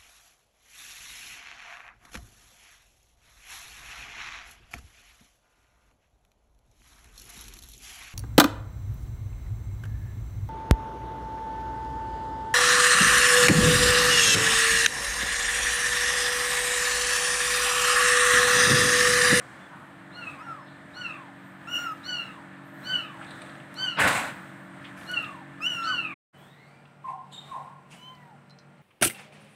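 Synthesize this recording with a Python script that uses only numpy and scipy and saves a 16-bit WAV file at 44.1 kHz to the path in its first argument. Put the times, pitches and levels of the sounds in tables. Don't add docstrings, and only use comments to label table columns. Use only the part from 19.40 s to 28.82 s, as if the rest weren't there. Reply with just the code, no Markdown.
import sys
import numpy as np
from scipy import signal
from scipy.fft import rfft, irfft, next_fast_len
from scipy.io import wavfile
from scipy.ndimage import uniform_filter1d

SR = 44100
rng = np.random.default_rng(int(sys.argv[2]) if len(sys.argv) > 2 else 0)


def elevation(decibels):
    levels = np.asarray(decibels, float)
    return 10 ** (levels / 20)


def waveform_to_disk(signal):
    frames = np.transpose(np.atleast_2d(signal))
    scaled = np.clip(frames, -1, 1) * 32767
    samples = np.round(scaled).astype(np.int16)
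    wavfile.write(sys.argv[1], SR, samples)


N = 415422


def at_hz(points, hz):
    points = np.array(points)
    return np.interp(np.log(hz), np.log(points[:, 0]), points[:, 1])


def in_time(rows):
    s, *columns = np.transpose(rows)
    return [np.interp(np.arange(N) / SR, s, column) for column in columns]


def drift(rate, count=N):
    step = SR / rate / 2
    points = int(count / step) + 2
    heights = rng.standard_normal(count // 100 + 2)[:points]
    return np.interp(np.arange(count) / step, np.arange(points), heights)


def voice(tables, mouth, jitter, shimmer_db, breath_db, count, shake=np.zeros(N)):
    out = np.zeros(N)
    for rows in tables:
        s, pitch, *levels = np.transpose(rows)
        at = np.arange(round(s[0] * SR), min(round(s[-1] * SR), N))
        t = at / SR
        glide_window = min(SR // 70, len(at) // 8)
        glide = uniform_filter1d(np.interp(t, s, pitch), size=glide_window, mode="nearest")
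        waver = drift(40, count=len(at)) + drift(150, count=len(at))
        hz = glide * (1 + shake[at] + jitter * waver)
        turn = 2 * np.pi * np.cumsum(hz) / SR
        gains = [elevation(np.interp(t, s, db)) for db in levels]
        leader = gains[-1]
        for k in range(len(levels) + 1, count + 1):
            gains.append(leader * elevation(at_hz(mouth, k * hz)))
        call = np.zeros(len(at))
        for k, gain in enumerate(gains, 1):
            shimmer = elevation(shimmer_db * np.sqrt(k) * np.tanh(drift(120, count=len(at))))
            call += gain * shimmer * np.sin(k * turn)
        hiss = np.diff(rng.standard_normal(len(at) + 1))
        breath = hiss * (1 + np.cos(turn)) * elevation(breath_db) * gains[-1]
        edge = np.clip(np.minimum(t - s[0], s[-1] - t) / 0.003, 0, 1)
        out[at] += np.sqrt(2) * edge * (call + breath)
    return out


def mew_curves(mews, mouthing, flares, bright, chest, partials, scoop_s, tails):
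    mew_s, climb_hz_per_s = .385, 400
    end_hz, droop_s = 740, .11
    late_db, late_s = 25, 0.021
    tail_s, tail_swell_db = .33, 41.5
    t = np.linspace(0, mew_s, 79)
    tables = []
    for mew, mouth, flare, bright_db, chest_db, tail_db in zip(mews, mouthing, flares, bright, chest, tails):
        s, scoop, crest, top_hz, sag = mew
        effort_db, widest, closing, nasal_db = mouth
        flare_at, flare_db, half = flare
        pitch = top_hz * (1 - scoop * np.exp(-t / scoop_s)) - sag * np.maximum(t - crest, 0)
        pitch -= climb_hz_per_s * np.maximum(crest - t, 0)
        pitch += (end_hz - pitch) * np.clip(1 - (mew_s - t) / droop_s, 0, 1) ** 2
        changes = [(0, chest_db, 0, 0, 0), (widest, 0, 0, 0, closing), (0, nasal_db, 0, 0, 0),
                   (0, bright_db, 0, 0, 0)]
        levels = []
        for peak, db, follows, swell_db, fade in np.array(partials) + changes:
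            swell = swell_db * np.maximum(1 - t / peak, 0) ** 2
            levels.append(db + follows * effort_db - swell - fade * np.maximum(t - peak, 0))
        levels[1] = levels[1] - late_db * np.exp(-(t / late_s) ** 2)
        levels[1] = levels[1] + flare_db * np.exp(-((t - flare_at) / max(half, .004)) ** 2)
        levels[0] = np.maximum(levels[0], tail_db - tail_swell_db * (1 - t / tail_s) ** 2)
        tables.append(np.transpose([s + t, pitch, *levels]))
    return tables


def near_kitten():
    # time_s, pitch_hz, level_db, mouth_opening_db
    near_calls = [
        [(.985, 1166, -51, -13), (1.019, 1303, -44, -20), (1.037, 1424, -52.5, -14), (1.112, 1340, -35.5, -38),
         (1.163, 1217, -51, -25), (1.2, 1060, -46, -31), (1.245, 870, -68, -25)],
        [(2.271, 1335, -42, -10), (2.31, 1432, -41.5, -3), (2.344, 1445, -43, 11), (2.368, 1432, -41, 11),
         (2.388, 1415, -35, -3), (2.457, 1398, -33, -15), (2.476, 1322, -32, -24), (2.52, 1262, -36, -28),
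         (2.545, 1240, -54, -30)],
        [(6.202, 1205, -43, -22), (6.224, 1300, -43, 4), (6.27, 1478, -45, 17), (6.287, 1535, -49, 3),
         (6.303, 1465, -48, 16), (6.375, 1380, -40, -1), (6.464, 1337, -28, -27), (6.515, 1240, -37, -24),
         (6.55, 930, -47, -30)],
    ]
    # level_db re partial 1, share of mouth opening followed
    near_partials = [(2.8, 0.98), (-25, 0.42), (-13, 0.63)]
    # frequency_hz, level_db re partial 4
    near_mouth = [(5000, -8), (7000, -8.5), (9000, -16), (11000, -20), (13500, -21), (15500, -20),
                  (16500, -45)]
    shrill_mouth = [(5000, -7.5), (7000, -6.5), (8500, -16), (11000, -26), (13000, -13.5), (14200, -13),
                    (15500, -14.5), (16500, -44.5)]
    # time_s, depth as share of pitch
    tremor = [(.9, .02), (1.2, .016), (2.28, .008), (2.31, .024), (2.39, .022), (2.42, .005), (2.47, .006),
              (2.5, .016), (6.2, .004), (6.3, .008), (6.36, .012)]
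    tremor_hz = 47.5
    t = np.arange(N) / SR
    shake = in_time(tremor)[0] * np.sin(2 * np.pi * tremor_hz * t + 2.5 + .4 * drift(6.5))
    tables = []
    for rows in near_calls:
        table = []
        for s, hz, db, opening in rows:
            upper = [db + re_db + follows * opening for re_db, follows in near_partials]
            table.append((s, hz, db, *upper))
        tables.append(table)
    first, shrill, last = tables[0], tables[1], tables[2]
    calls = voice([first, last], near_mouth, jitter=.005, shimmer_db=2, breath_db=-4, count=12, shake=shake)
    return calls + voice([shrill], shrill_mouth, jitter=.008, shimmer_db=2, breath_db=0, count=12, shake=shake)


def far_kitten():
    # start_s, scoop share, crest_after_s, crest_hz, sag_hz_per_s
    far_calls = [
        (.712, .22, 0.078, 1442, 2000),
        (1.53, 0.21, 0.069, 1481, 2060),
        (2.63, 0.21, 0.061, 1492, 1066),
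        (3.43, 0.17, 0.092, 1524, 2123),
        (4.35, 0.19, .085, 1541, 1990),
        (5.65, 0.17, 0.073, 1477, 1953),
        (6.415, 0.51, 0.087, 1516, 1683),
    ]
    # effort_db, widest_after_s, closing_db_per_s, nasal_edge_db
    mouthing = [(-15, 0.135, 190, 3), (-9, 0.14, 260, 2), (-3.5, 0.13, 217, 7.5), (-0.6, 0.096, 184.5, 1),
                (-1.5, 0.088, 152, 4.5), (-3, 0.11, 246, -2), (0, 0.18, 127, 3.5)]
    # after_s, lift_db, half_length_s
    flares = [(0.158, 10, 0.012), (0.134, 3.5, 0.014), (.122, 7.5, 0.008), (.112, 9, .012),
              (0.13, 10, .012), (0.126, 9.5, 0.0082), (0.09, 7, 0.014)]
    # level_db of partial 4 and above, of partial 1, of the hummed tail
    bright_db = [-10, 0, 4.5, -1.5, 2.5, -7, -0.5]
    chest_db = [0, 0, -2, -1.5, -0.5, 1.5, 2.5]
    tail_db = [-55.5, -58, -55, -56, -55, -61, -55]
    # peak_after_s, level_db, share of effort followed, swell_db, fade_db_per_s
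    partials = [(0.085, -39, 0.48, 28, 60.5), (0.012, -32, 0.88, 18, 5.5), (0.047, -45, 0.73, 16, 120),
                (0.071, -53, 0.93, 18.5, 160)]
    # frequency_hz, level_db re partial 4
    far_mouth = [(5000, -10.5), (7500, -7), (9000, -24.5), (12000, -23), (15500, -25.5)]
    mews = mew_curves(far_calls, mouthing, flares, bright_db, chest_db, partials, 0.012, tail_db)
    return voice(mews, far_mouth, jitter=.003, shimmer_db=1.4, breath_db=-11, count=11)


def soft_mew():
    # start_s, scoop share, crest_after_s, crest_hz, sag_hz_per_s
    soft_call = [
        (8.575, 0.012, 0.13, 1037, 513),
    ]
    # effort_db, widest_after_s, closing_db_per_s, nasal_edge_db
    mouthing = [(0, .25, 170, 0)]
    # after_s, lift_db, half_length_s
    flare = [(.25, 3.4, .02)]
    chest_db = [0]
    tail_db = [-56]
    # peak_after_s, level_db, share of effort followed, swell_db, fade_db_per_s
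    partials = [(0.15, -52, 1, 12, 200), (0, -62, 1, 52, 0), (0.125, -50.5, 1, 11, 300),
                (0.053, -68.5, 1, 14, 130)]
    # frequency_hz, level_db re partial 4
    soft_mouth = [(4100, 0), (5100, -16), (6200, -1), (7200, -18), (12000, -24)]
    mews = mew_curves(soft_call, mouthing, flare, [0], chest_db, partials, 0.0306, tail_db)
    return voice(mews, soft_mouth, jitter=.004, shimmer_db=2.2, breath_db=-12, count=11)


def nose_whistles():
    # time_s, pitch_hz, level_db
    whistles = [
        [(4.9, 13900, -76), (4.96, 14800, -68), (5.02, 15100, -73), (5.09, 14900, -76), (5.16, 14150, -77),
         (5.25, 14250, -75), (5.29, 13500, -78)],
        [(4.93, 11000, -80), (5.0, 11650, -87), (5.1, 11500, -83)],
        [(5.07, 9700, -77), (5.11, 10500, -86), (5.17, 9850, -81), (5.35, 9100, -81)],
        [(4.99, 8900, -83), (5.14, 8300, -78), (5.27, 8650, -76), (5.39, 8000, -70)],
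        [(1.9, 10950, -90), (1.95, 12500, -86), (2.06, 14000, -74), (2.13, 14100, -76), (2.25, 15300, -80)],
        [(1.96, 8000, -78), (2.05, 8800, -79), (2.15, 9700, -87)],
        [(1.19, 5300, -74), (1.23, 5200, -71), (1.28, 5200, -72)],
        [(.2, 3470, -68), (.27, 3450, -57)],
    ]
    return voice(whistles, None, jitter=.004, shimmer_db=5, breath_db=-40, count=1)


def coloured(spectrum, patchy_db):
    long = next_fast_len(N)
    hz = np.maximum(np.arange(long // 2 + 1) * SR / long, 1)
    inside = (hz > spectrum[0][0]) & (hz < spectrum[-1][0])
    shaped = rfft(rng.standard_normal(long)) * elevation(at_hz(spectrum, hz)) * inside
    place = 1.5 * np.log2(hz / 40)
    out = np.zeros(N)
    for k in range(max(int(place[inside].min()), 0), int(place[inside].max()) + 2):
        band = irfft(shaped * np.clip(1 - abs(place - k), 0, 1), long)[:N]
        out += band * elevation(patchy_db * drift(7))
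    return out / out.std()


def knock():
    # time_s, level_db, scrape_db re level
    course = [
        (4.55, -62.5, -1),
        (4.575, -33, -44),
        (4.592, -23, -18),
        (4.602, -18.5, -12),
        (4.668, -20, -17),
        (4.68, -20, -12.5),
        (4.78, -30, -8),
        (4.88, -36.5, -12),
        (5.0, -55.5, -25),
    ]
    # frequency_hz, level_db per Hz
    body = [(29, -50.5), (50, -24.5), (75, -13), (172, -7), (262, -7), (378, -16), (589, -5.5), (866, -6),
            (1090, -3), (1220, -9), (1460, -1), (5000, -25.5), (6500, -45.5), (11000, -120)]
    scrape = [(2350, -21), (4000, -1), (4780, -13), (6000, -9), (8360, 1), (9320, -5), (15700, -21.5)]
    before = [(0, -120, 0.008), (course[0][0] - .01, -120, 0)]
    after = [(course[-1][0] + .1, -120, 0)]
    level_db, scrape_db = in_time(before + list(course) + after)
    lumps = elevation(level_db + 1.2 * drift(45))
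    return lumps * (coloured(body, patchy_db=-2.5) + elevation(scrape_db) * coloured(scrape, patchy_db=1.5))


def puffs(events, rise_s):
    out, t = np.zeros(N + SR), np.arange(SR // 3) / SR
    for s, db, hz, octaves, t60 in events:
        edges = np.clip(hz * 2 ** (np.array([-.5, .5]) * max(octaves, .1)), 100, 18000)
        band = signal.butter(3, edges, "band", fs=SR, output="sos")
        puff = signal.sosfilt(band, rng.standard_normal(len(t)))
        shape = np.minimum(t / rise_s, 1) * elevation(db - 60 * t / max(t60, .005))
        out[round(s * SR):][:len(t)] += shape * puff / puff.std()
    return out[:N]


def paws_and_fur():
    # start_s, peak_db, centre_hz, width_octaves, t60_s
    claw_ticks = [(2.5194, -48, 9000, 1.2, 0.03), (2.575, -51, 5000, 1.3, 0.022),
                  (4.017, -28, 2070, 1.6, 0.021), (4.018, -39, 8500, 0.22, 0.027),
                  (4.201, -35.5, 2400, 0.84, 0.03), (4.341, -40, 2397, 3.1, 0.016),
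                  (4.341, -37, 9500, 0.82, 0.014), (5.5707, -34, 1800, 0.92, 0.06),
                  (5.611, -33, 1900, 1.3, 0.028), (5.632, -42, 3000, 1.2, .03),
                  (5.7144, -32, 3500, 2, 0.018), (5.7144, -31, 9500, .9, 0.016),
                  (5.8441, -30.5, 2700, 1, 0.036), (5.905, -52, 2770, 2.3, 0.033),
                  (3.8115, -30.5, 1480, .4, .05), (3.82, -33, 794, .2, .08), (3.846, -35, 1900, 2.3, 0.02),
                  (3.907, -39.5, 3500, 0.79, 0.03), (3.905, -47, 8560, 0.24, 0.045),
                  (4.094, -36, 2500, 1.2, 0.03), (4.153, -39.5, 2500, 1.1, .03),
                  (6.202, -33, 1450, 0.42, .04), (5.694, -43.5, 8000, 1.5, .02),
                  (5.824, -44, 9000, 1.2, .02), (7.453, -42, 2110, 1.2, 0.028)]
    bell_clicks = [
        (8.75, -48, 4840, 0.47, 0.02),
        (9.0962, -47, 5000, 2, 0.012),
        (9.187, -41.5, 4900, .6, 0.022),
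        (9.3785, -66, 4260, 0.5, 0.03),
    ]
    blows = [
        (4.597, -22, 1300, 1.6, 0.06),
        (4.633, -27, 900, 2.5, .07),
        (4.675, -23, 6000, 2.3, 0.08),
        (4.708, -26.5, 1800, 1.3, 0.043),
        (4.752, -22, 1500, 1.2, 0.19),
        (4.835, -30, 1080, .15, .1),
        (4.838, -32, 1500, 0.14, .1),
    ]
    scuffs = [(.32, -46, 1110, 0.82, 0.74), (1.26, -60.5, 3800, 0.32, 0.63), (.01, -67, 6100, 1.1, 2.1),
              (2.3, -65, 13350, .4, 1.6), (2.64, -68, 12500, .6, 1), (3.24, -73, 12800, 0.45, 3.0),
              (3.33, -71.5, 14000, .3, 2.5), (3.42, -65.5, 13700, .3, 1.2), (3.81, -43, 1930, 1.2, 0.25),
              (5.439, -39, 2540, 0.96, 0.14), (5.562, -59, 6980, 1.6, 1.5), (7.67, -51, 2300, 0.41, 0.18),
              (7.91, -49.5, 3460, 0.45, 0.72), (7.915, -56, 7500, 0.32, 0.35), (7.915, -64, 10000, .4, .3),
              (3.86, -56, 3750, .3, 1.6), (2.765, -66, 15500, .06, .5), (8.501, -56, 6530, 1.2, 0.5),
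              (8.5, -51.5, 2530, 0.66, 0.53), (6.97, -72, 13500, .5, 1.0), (8.55, -76, 13000, .5, 2.0),
              (.35, -72, 9400, 0.87, 1.5)]
    contacts = [*claw_ticks, *bell_clicks, *blows]
    return elevation(-6.0) * puffs(contacts, rise_s=.002) + puffs(scuffs, rise_s=0.015)


def dry_rustles():
    # start_s, peak_db, centre_hz, width_octaves, t60_s
    rustles = [
        (4.578, -24.5, 1080, .5, .22),
        (4.594, -37, 11000, 1.2, .12),
        (4.76, -52, 12500, .7, .45),
        (8.17, -56, 560, .25, .5),
        (3.79, -64, 8400, .2, 1.5),
        (4.04, -62, 8500, .25, .6),
        (5.41, -60, 4000, 1.5, .1),
        (4.62, -36, 200, .6, .5),
    ]
    return puffs(rustles, rise_s=0.015)


def bell():
    # start_s, peak_db, hardness_db
    strikes = [
        (8.7515, -70, 3),
        (9.0975, -57, -4),
        (9.107, -57, 4),
        (9.111, -62, 0),
        (9.1875, -61, 8),
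        (9.196, -63, 8),
        (9.379, -74, 0),
    ]
    # frequency_hz, level_db, t60_s, share of hardness followed
    modes = [(4085, -1, .12, 0), (4210, -5, .12, 0), (4400, -6, .06, .3), (4990, -4, .022, 1),
             (5450, -7, .015, 1)]
    out, t = np.zeros(N + SR), np.arange(SR // 3) / SR
    for s, db, hard_db in strikes:
        for hz, mode_db, t60, share in modes:
            ring = elevation(db + mode_db + share * hard_db - 60 * t / t60) * np.sin(2 * np.pi * hz * t)
            out[round(s * SR):][:len(t)] += ring
    return out[:N]


def birds_and_far_motor():
    # time_s, pitch_hz, level_db
    whistles = [
        [(7.641, 1042, -34), (7.655, 1063, -31), (7.675, 1000, -32), (7.69, 780, -43), (7.715, 716, -45)],
        [(8.08, 1090, -52), (8.108, 1102, -48), (8.118, 1085, -31), (8.135, 1020, -32), (8.15, 830, -38),
         (8.17, 546, -54)],
        [(8.26, 1098, -45), (8.29, 1082, -55), (8.315, 1050, -49), (8.33, 895, -60)],
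    ]
    chirp = [
        [(7.908, 3390, -64), (7.92, 3560, -57), (7.935, 3707, -41), (7.955, 3690, -51), (7.975, 3683, -45),
         (7.99, 3670, -65)],
    ]
    wind_up = [
        [(6.93, 1490, -78), (7.1, 1865, -60.5), (7.32, 2380, -64.5), (7.45, 2396, -77), (7.6, 2510, -97)],
    ]
    # frequency_hz, level_db re first
    whistle_overtone = [(1500, -35), (2150, -42)]
    chirp_overtone = [(6800, -15), (7300, -19)]
    wind_up_overtone = [(3000, 16), (3700, -5), (4700, -12)]
    out = voice(whistles, whistle_overtone, jitter=.006, shimmer_db=1.5, breath_db=-30, count=2)
    out += voice(chirp, chirp_overtone, jitter=.008, shimmer_db=4, breath_db=-14, count=2)
    motor = voice(wind_up, wind_up_overtone, jitter=.014, shimmer_db=4, breath_db=-30, count=2)
    return out + elevation(-4) * motor


def hum(orders):
    # time_s, level_db
    hum_swell = [(0, -4), (.8, -2), (2.5, .5), (6.7, 2.5), (7, -4.5), (9.4, -1.5)]
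    motor_hz = 46.86
    turn = 2 * np.pi * motor_hz * np.arange(N) / SR
    lines = np.zeros(N)
    for k, db in orders:
        lines += np.sqrt(2) * elevation(db - 2.0 * drift(3.7)) * np.sin(k * turn + k * k)
    return elevation(in_time(hum_swell)[0]) * lines


def backdrop_lift():
    # peak_s, lift_db, length_s
    swells = [(0.02, 3, 1), (0.894, 5, 0.37), (1.116, 3, 0.18), (1.683, 3.5, 0.47), (2.404, 6, 0.41),
              (2.79, 4, 0.7), (3.542, 8, 0.38), (3.992, 4.5, 0.99), (4.445, 7.5, 0.34), (4.883, 5.5, 1),
              (5.48, 3, 0.41), (5.776, 6.5, 0.6), (6.343, 5.5, 0.28), (6.542, 5.5, 0.47), (7.036, 4.5, 0.42),
              (7.293, 2.5, 0.61), (7.702, 6, 0.16), (8.132, 7.5, 0.55), (8.548, 8.5, 0.14),
              (8.746, 2.5, 0.82)]
    rise_share = 0.55
    t = np.arange(N) / SR
    lifts = []
    for s, db, long in swells:
        corners = [s - rise_share * long, s, s + (1 - rise_share) * long]
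        lifts.append(np.interp(t, corners, [0, db, 0]))
    return np.max(lifts, axis=0)


def backdrop(street_db, air_db, murmur, orders):
    # frequency_hz, level_db per Hz
    hiss = [(2350, -27.5), (4000, -3.5), (4540, -13), (5480, -13.5), (6880, -11), (8410, -3.5), (9980, -15),
            (13200, -20), (14200, -20), (15700, -19)]
    lift_db = backdrop_lift()
    street = elevation(street_db + lift_db + 2.5) * coloured(murmur, patchy_db=.9)
    air = elevation(air_db + 1.9 * lift_db + 1.5) * coloured(hiss, patchy_db=.6)
    return street + air + hum(orders)


def porch_backdrop():
    # frequency_hz, level_db per Hz
    murmur = [(24, -63), (40, -28.5), (69, -13.5), (129, 0.5), (193, -1), (248, -5), (281, -3),
              (361, -10.5), (455, -11.5), (598, -5.5), (872, -7), (1710, -4), (2650, -17.5), (3550, -21.5),
              (6000, -43.5), (7800, -69), (13200, -120)]
    orders = [(3, -58.5), (4, -57), (5, -66.5), (6, -55.5), (7, -58), (13, -66), (37.66, -61.5)]
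    return backdrop(-51.5, -72.5, murmur, orders)


def corner_backdrop():
    # frequency_hz, level_db per Hz
    murmur = [(24, -64), (40, -26), (91, -7.5), (117, -3.5), (160, 1), (253, -6.5), (506, -10), (769, -4.5),
              (890, -8), (2100, -13.5), (3070, -21), (4030, -31), (6000, -35.5), (7800, -67), (13200, -120)]
    orders = [(3, -56), (3.14, -59), (4, -61.5), (5, -63), (7, -71.5), (10, -71.5), (12.5, -68.5),
              (29.85, -68)]
    return backdrop(-60.5, -79.5, murmur, orders)


def room(x, decays, gap_s):
    t, tail = np.arange(SR) / SR, np.zeros(SR)
    for hz in 250 * 2 ** np.arange(6):
        octave = signal.butter(2, [hz, 2 * hz], "band", fs=SR, output="sos")
        band = signal.sosfilt(octave, rng.standard_normal(SR))
        t60 = at_hz(decays, hz * np.sqrt(2))
        unit = np.sqrt(2 * np.log(1000) / t60 / SR)
        tail += band * elevation(-60 * t / t60) * unit * (t > gap_s)
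    return signal.fftconvolve(x, tail)[:N]


def scene():
    # frequency_hz, t60_s
    tile_t60 = [(200, 0.37), (1000, 0.2), (3000, 0.31), (8000, 0.18), (15000, 0.23)]
    yard_t60 = [(500, 0.75), (1500, 0.43), (4000, 0.62), (9000, 0.32)]
    silence_start_s, silence_end_s = 6.743, 6.928
    t = np.arange(N) / SR
    before = np.clip((silence_start_s - t) / 0.0083, 0, 1)
    after = np.clip((t - silence_end_s) / 0.019, 0, 1)
    near, far, soft = near_kitten(), far_kitten(), soft_mew()
    small, ringing, birds = paws_and_fur(), bell(), birds_and_far_motor()
    sent = elevation(2) * far + elevation(-10) * soft + elevation(-5.5) * near + elevation(-9) * (small + ringing)
    direct = elevation(-2) * far + soft + elevation(1) * near + elevation(-6) * birds
    direct += elevation(-3) * nose_whistles() + small + knock()
    porch = direct + room(sent * before, tile_t60, gap_s=0.0032) + porch_backdrop()
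    corner = direct + room(sent * after, tile_t60, gap_s=0.0023)
    corner += elevation(2.5) * room(birds, yard_t60, gap_s=0.0065) + corner_backdrop()
    return (before * porch + after * corner + ringing + dry_rustles())[None]


def roll_off(x):
    return signal.sosfilt(signal.butter(12, 15830, fs=SR, output="sos"), x)


def record(dry):
    return roll_off(dry)


dry = scene()
out = record(dry)
waveform_to_disk(out)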